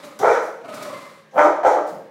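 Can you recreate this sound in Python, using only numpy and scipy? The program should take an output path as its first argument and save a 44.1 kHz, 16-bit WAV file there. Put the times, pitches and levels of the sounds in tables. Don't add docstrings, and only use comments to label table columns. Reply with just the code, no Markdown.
import sys
import numpy as np
from scipy import signal
from scipy.fft import rfft, irfft
from scipy.io import wavfile
from scipy.ndimage import uniform_filter1d, minimum_filter1d

SR = 44100
rng = np.random.default_rng(int(sys.argv[2]) if len(sys.argv) > 2 else 0)


def master_out(mix):
    frames = np.transpose(np.atleast_2d(mix))
    ceiling = np.clip(frames, -1, 1)
    pcm = np.round(ceiling * 32767).astype(np.int16)
    wavfile.write(sys.argv[1], SR, pcm)


def undo_db(level):
    steps = np.asarray(level, float) / 20
    return 10 ** steps


N = 92610


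def evened(x):
    return x / np.sqrt(np.mean(x ** 2) + 1e-20)


def read(points, hz):
    f, value = np.transpose(points)
    return np.interp(np.log(hz + 1), np.log(f + 1), value)


def coloured(points, size):
    spectrum = rfft(rng.standard_normal(size))
    gain = undo_db(read(points, np.fft.rfftfreq(size, 1 / SR)))
    return evened(irfft(spectrum * gain, size))


def wobble(size, smooth_s):
    width = max(round(smooth_s * SR), 2)
    once = uniform_filter1d(rng.standard_normal(size), width)
    return evened(uniform_filter1d(once, width))


def phase_turns(hz):
    return np.cumsum(hz) / SR


def controls(rows):
    rows = np.array(rows, float)
    t = np.arange(rows[0, 0], rows[-1, 0], 1 / SR)
    to_edge_s = np.minimum(t - t[0] + 1e-4, (t[-1] - t) / 10)
    edge = np.clip(to_edge_s / 0.0009, 0, 1)
    return t, edge, [np.interp(t, rows[:, 0], col) for col in rows[:, 1:].T]


def add(mix, start_s, sound):
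    part = mix[max(round(start_s * SR), 0):][:len(sound)]
    part += sound[:len(part)]


def resonate(x, hz, width_hz):
    carrier = np.exp(2j * np.pi * phase_turns(hz * np.ones(len(x))))
    r = np.exp(-np.pi * width_hz / SR)
    return 2 * (carrier * signal.lfilter([1 - r], [1, -r], x / carrier + 1e-18)).real


def resonate_twice(x, hz, width_hz):
    return resonate(resonate(x, hz, width_hz), hz, width_hz)


# (freq_hz, level_db_per_hz)
AIR_SPECTRUM = [(35, -93), (60, -71), (159, -2.5), (231, -21), (453, -7.5), (1350, -28), (1590, -12),
                (2410, -21.5), (15500, -50.5)]
AIR_DB = -55
HUM_HZ, HUM_DB, HUM_WAVER_DB = 216, -60, 0.46


def background():
    hum_level = undo_db(HUM_DB + HUM_WAVER_DB * wobble(N, 0.02))
    hum = hum_level * np.sin(2 * np.pi * HUM_HZ * np.arange(N) / SR)
    return undo_db(AIR_DB) * coloured(AIR_SPECTRUM, N) + hum


# (freq_hz, t60_s)
ROOM_DECAY = [(200, 0.79), (500, 0.68), (1000, 0.6), (2000, 0.58), (4000, 0.64), (8000, 0.56),
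              (16000, 0.57)]
STANDING_HZ = [345, 385, 435, 465, 508, 575, 653, 738, 832, 878, 932, 1064, 1174, 1240, 1486]
STANDING_MODE_DB = [-2.5, 2.5, 3.5, 1.5, -12.5, -2.5, 2, 0, -9, -6, 3.5, 5, -46, 6, -18.5]
STANDING_T60_S, STANDING_DB = .33, -21
DIRECT_DB, TAIL_DB = -4, -4


def kitchen(x):
    at = np.arange(200, SR - 20, 20) + rng.integers(0, 20, (SR - 201) // 20)
    taps = np.zeros(SR)
    taps[at] = rng.choice([-1., 1.], len(at))
    hz, frame_s, z = signal.stft(taps, SR, nperseg=256)
    decay = undo_db(-60 * frame_s / read(ROOM_DECAY, hz)[:, None])
    tail = signal.istft(z * decay, SR, nperseg=256)[1][:SR]
    t = np.arange(SR) / SR
    rings = np.zeros(SR)
    for mode_hz, mode_db in zip(STANDING_HZ, STANDING_MODE_DB):
        level = undo_db(mode_db - 60 * t / STANDING_T60_S)
        rings += level * np.sin(2 * np.pi * (mode_hz * t + rng.random()))
    room = undo_db(TAIL_DB) * tail / np.linalg.norm(tail)
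    room += undo_db(STANDING_DB) * rings / np.linalg.norm(rings)
    return undo_db(DIRECT_DB) * x + signal.fftconvolve(x, room)[:N]


def puff(length_s, level_db, spectrum):
    t = np.arange(0, length_s, 1 / SR)
    noise = coloured(spectrum, SR // 2)[:len(t)]
    return undo_db(level_db) * np.sin(np.pi * t / length_s) * noise


# (start_s, length_s, level_db)
THUDS = [(.19, 0.03, -32.5), (1.33, 0.073, -38.5), (1.87, 0.11, -43.5)]
# (freq_hz, level_db_per_hz)
THUD_SPECTRUM = [(50, -34.5), (130, -13), (220, -10), (320, -7.5), (500, -43.5)]


def thuds(mix):
    for start_s, length_s, level_db in THUDS:
        add(mix, start_s, puff(length_s, level_db, THUD_SPECTRUM))


# (start_s, length_s, level_db)
SCUFFS = [(0.037, 0.031, -44), (0.387, 0.12, -47.5), (0.736, 0.03, -37.5), (0.82, 0.023, -35),
          (1.856, 0.06, -45.5)]
# (freq_hz, level_db_per_hz)
PAW_SPECTRUM = [(400, -40), (1500, 8), (3000, -2), (5500, 2.5), (8000, -2), (12000, -5.5), (16000, -10.5)]


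def scuffs(mix):
    for start_s, length_s, level_db in SCUFFS:
        add(mix, start_s, puff(length_s, level_db, PAW_SPECTRUM))


# (start_s, level_db, t60_s)
CLAWS = [(0.19, -30.5, 0.055)]


def claws(mix):
    t = np.arange(4000) / SR
    for start_s, level_db, t60_s in CLAWS:
        decay = undo_db(level_db - 60 * t / max(t60_s, .003))
        add(mix, start_s, decay * coloured(PAW_SPECTRUM, len(t)))


TAG_START_S, TAG_HZ, TAG_DB, TAG_T60_S, TAG_WAVER_DB = .94, 2072, -36, .45, 3


def tag(mix):
    t = np.arange(SR // 2) / SR
    attack = np.minimum(t / 0.0033, 1)
    swing = undo_db(TAG_WAVER_DB * wobble(len(t), .008))
    turns = phase_turns(TAG_HZ * (1 + .006 * wobble(len(t), .006)))
    decay = undo_db(TAG_DB - 60 * t / TAG_T60_S)
    add(mix, TAG_START_S, attack * swing * decay * np.sin(2 * np.pi * turns))


# (time_s, level_db, pitch_hz, rasp_above_level_db)
RUMBLES = [
    [(0.0, -47, 534.7, 0.5), (0.032, -41.5, 581, 0), (0.074, -47.5, 570.5, -1), (0.126, -46.5, 519.5, -7),
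     (0.166, -64, 600, 9), (0.18, -52, 575, -31)],
    [(.61, -56, 672, -6), (.64, -39, 664, -16), (.69, -38, 620, -6), (.775, -38, 616, -3),
     (.86, -39.5, 597, -1), (.9, -39, 562, -5), (.955, -41, 552, -2), (.985, -51, 546, 8),
     (1.1, -57, 540, 7), (1.21, -65, 548, 6)],
]
# (freq_hz, width_hz, level_db)
RUMBLE_BODY = [(268, 125, -4), (1084, 120, -5.5), (2080, 600, -11)]
# (freq_hz, level_db_per_hz)
RASP_SPECTRUM = [(300, -7.5), (800, -4), (2000, -4), (3000, -12), (4000, -8.5), (5500, -15.5),
                 (8000, -17.5), (12000, -22), (16000, -32)]
FLUTTER_PER_S, FLUTTER_DEPTH = 24, .75
RUMBLE_WIDTH_HZ, TONE_DB = 50, 4
OCTAVE_DB, OCTAVE_RISE_DB_PER_S, OCTAVE_WIDTH_HZ = -7, 26, 140


def rumble(rows):
    t, edge, (level_db, hz, rasp_db) = controls(rows)
    flutter_turns = phase_turns(FLUTTER_PER_S * (1 + .03 * wobble(len(t), .03)))
    throb = 1 + FLUTTER_DEPTH * np.cos(2 * np.pi * flutter_turns)
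    air = throb * rng.standard_normal(len(t))

    def band(band_hz, width_hz):
        return evened(resonate(resonate(air, band_hz, width_hz), band_hz, 3 * width_hz))

    tone_turns = phase_turns(hz * (1 + .01 * wobble(len(t), .008)))
    tone = undo_db(TONE_DB) * throb * np.sin(2 * np.pi * tone_turns)
    octave_level = undo_db(OCTAVE_DB + OCTAVE_RISE_DB_PER_S * (t - t[0]))
    octave = octave_level * band(2 * hz, OCTAVE_WIDTH_HZ)
    body = sum(undo_db(db) * band(f, width) for f, width, db in RUMBLE_BODY)
    voice = tone + band(hz, RUMBLE_WIDTH_HZ) + octave + body
    rasp = undo_db(rasp_db) * np.sqrt(throb) * coloured(RASP_SPECTRUM, len(t))
    return t[0], edge * undo_db(level_db) * (voice + rasp)


# (time_s, effort_db, hiss_above_voice_db, upper_resonances_above_voice_db)
BARKS = [
    [(0.19, -48, -4, -4), (0.194, -32, -6, -6), (0.246, -7.5, -38, -10.5), (0.268, -9.5, -30.5, -6.5),
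     (0.344, -22, -17.5, -3.5), (0.37, -24.5, -20, 7), (0.42, -40, -35, -20)],
    [(1.31, -58, -3, -23), (1.324, -48, -13, -16), (1.362, -22.5, -40, -11), (1.388, -5.5, -35, -5.5),
     (1.442, -17, -23, -3), (1.458, -12.5, -27.5, -9.5), (1.5, -18, -41, -9)],
    [(1.632, -17, -38, -2.5), (1.656, -8.5, -33.5, -10), (1.672, -11.5, -25.5, -6.5),
     (1.686, -8, -30, -15.5), (1.708, -24, -22, -6), (1.73, -22, -21.5, -6), (1.8, -17, -51, -13.5)],
]
# (open_mouth_pitch_hz, noise_share_0_1, mouth_opening_s, closing_per_s,
# second_resonance_db, pitch_climb_per_s, third_resonance_climb_per_s, bite_db, first_resonance_factor)
VOICES = [(441.6, 0.72, .06, .1, -3.5, 1, 0.93, -36.5, 1.02),
          (285.7, 0.64, 0.065, 0.41, 2, 2.5, 0.33, -31.5, 1.107),
          (285, 0.78, .025, 0.702, 0.5, 1.2, 0.36, -34, 1.02)]
# (freq_hz, width_hz, level_db)
THROAT = [(515, 247, 4.5), (853, 308, -0.5), (1247, 510, 4), (2230, 590, -14.5)]
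# (freq_hz, level_db_per_hz)
BREATH_SPECTRUM = [(1500, -15), (2600, -3.5), (3500, 2.5), (4900, -2.5), (5900, 6.5), (7000, -0.5),
                   (8500, -7.5), (12000, -14.5), (16000, -25)]
SHUT_SHARE = .8
PITCH_JITTER_SHARE, ALTERNATION_DEPTH = .06, .52
GROWL_PER_S, GROWL_DEPTH = 75, .5
VOICE_CUT_HZ = 405
BITE_HZ, BITE_WIDTH_HZ, BITE_FADE_DB_PER_S = 2850, 600, 70
CHEST_HZ, CHEST_WIDTH_HZ, CHEST_DB, CHEST_RISE_DB_PER_S = 340, 90, -29, 110


def bark(rows, open_hz, noise_share, open_s, closing, second_db, climb, third_climb, bite_db, first):
    t, edge, (effort_db, hiss_db, bright_db) = controls(rows)
    age = t - t[0]
    opened = np.maximum(age - open_s, 0)
    mouth = np.minimum(SHUT_SHARE + (1 - SHUT_SHARE) * age / open_s, 1) - closing * opened

    pitch = open_hz * (mouth + climb * opened)
    turns = phase_turns(pitch * (1 + PITCH_JITTER_SHARE * wobble(len(t), 0.0046)))
    folds = sum(np.cos(2 * np.pi * k * turns) for k in range(1, round(3300 / open_hz)))
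    folds = folds * (1 + ALTERNATION_DEPTH * np.cos(np.pi * turns))
    gate = 0.94 + np.exp(-(turns % 1) / 0.059)
    puffs = gate * rng.standard_normal(len(t))
    drive = (1 - noise_share) * evened(folds) + noise_share * evened(puffs)

    chest_level = undo_db(CHEST_DB + CHEST_RISE_DB_PER_S * age)
    chest = chest_level * evened(resonate_twice(drive, CHEST_HZ, CHEST_WIDTH_HZ))

    growl_turns = phase_turns(GROWL_PER_S * (1 + 0.275 * wobble(len(t), 0.0097)))
    beat = 1 + GROWL_DEPTH * np.cos(2 * np.pi * growl_turns)
    low_cut = signal.butter(6, VOICE_CUT_HZ, "high", fs=SR, output="sos")
    drive = signal.sosfilt(low_cut, beat * drive)

    shifts = [first * mouth, mouth, mouth + third_climb * opened, mouth]
    bands = []
    for k, ((hz, width_hz, db), shift) in enumerate(zip(THROAT, shifts)):
        bands.append((-1) ** k * undo_db(db) * resonate_twice(drive, hz * shift, width_hz))
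    low = evened(bands[0] + undo_db(second_db) * bands[1])
    bright = undo_db(bright_db) * evened(bands[2] + bands[3])

    bite_level = undo_db(bite_db - BITE_FADE_DB_PER_S * opened)
    bite = bite_level * evened(resonate_twice(drive, BITE_HZ, BITE_WIDTH_HZ))
    hiss = undo_db(hiss_db) * evened(gate * coloured(BREATH_SPECTRUM, len(t)))
    return t[0], edge * undo_db(effort_db) * (low + chest + bite + bright + hiss)


def scene():
    dog = np.zeros(N)
    thuds(dog)
    scuffs(dog)
    claws(dog)
    tag(dog)
    for rows in RUMBLES:
        add(dog, *rumble(rows))
    for rows, voice in zip(BARKS, VOICES):
        add(dog, *bark(rows, *voice))
    return (kitchen(dog) + background())[None]


def band_limit(x):
    return signal.sosfilt(signal.butter(12, 16620, fs=SR, output="sos"), x)


LOW_CUT_HZ, TOP_CUT_HZ = 103, 15900
CEILING, LIMIT_S = .715, .0007


def record(dry):
    low_cut = signal.butter(4, LOW_CUT_HZ, "high", fs=SR, output="sos")
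    thin = signal.sosfilt(low_cut, dry)
    width = round(LIMIT_S * SR)
    allowed = np.minimum(CEILING / (np.abs(thin) + 1e-9), 1)
    held = minimum_filter1d(allowed, size=2 * width)
    gain = uniform_filter1d(uniform_filter1d(held, size=width), size=width)
    top_cut = signal.firwin(255, TOP_CUT_HZ, fs=SR)[None]
    mix = signal.oaconvolve(thin * gain, top_cut, "same")
    return band_limit(mix)


dry = scene()
out = record(dry)
master_out(out)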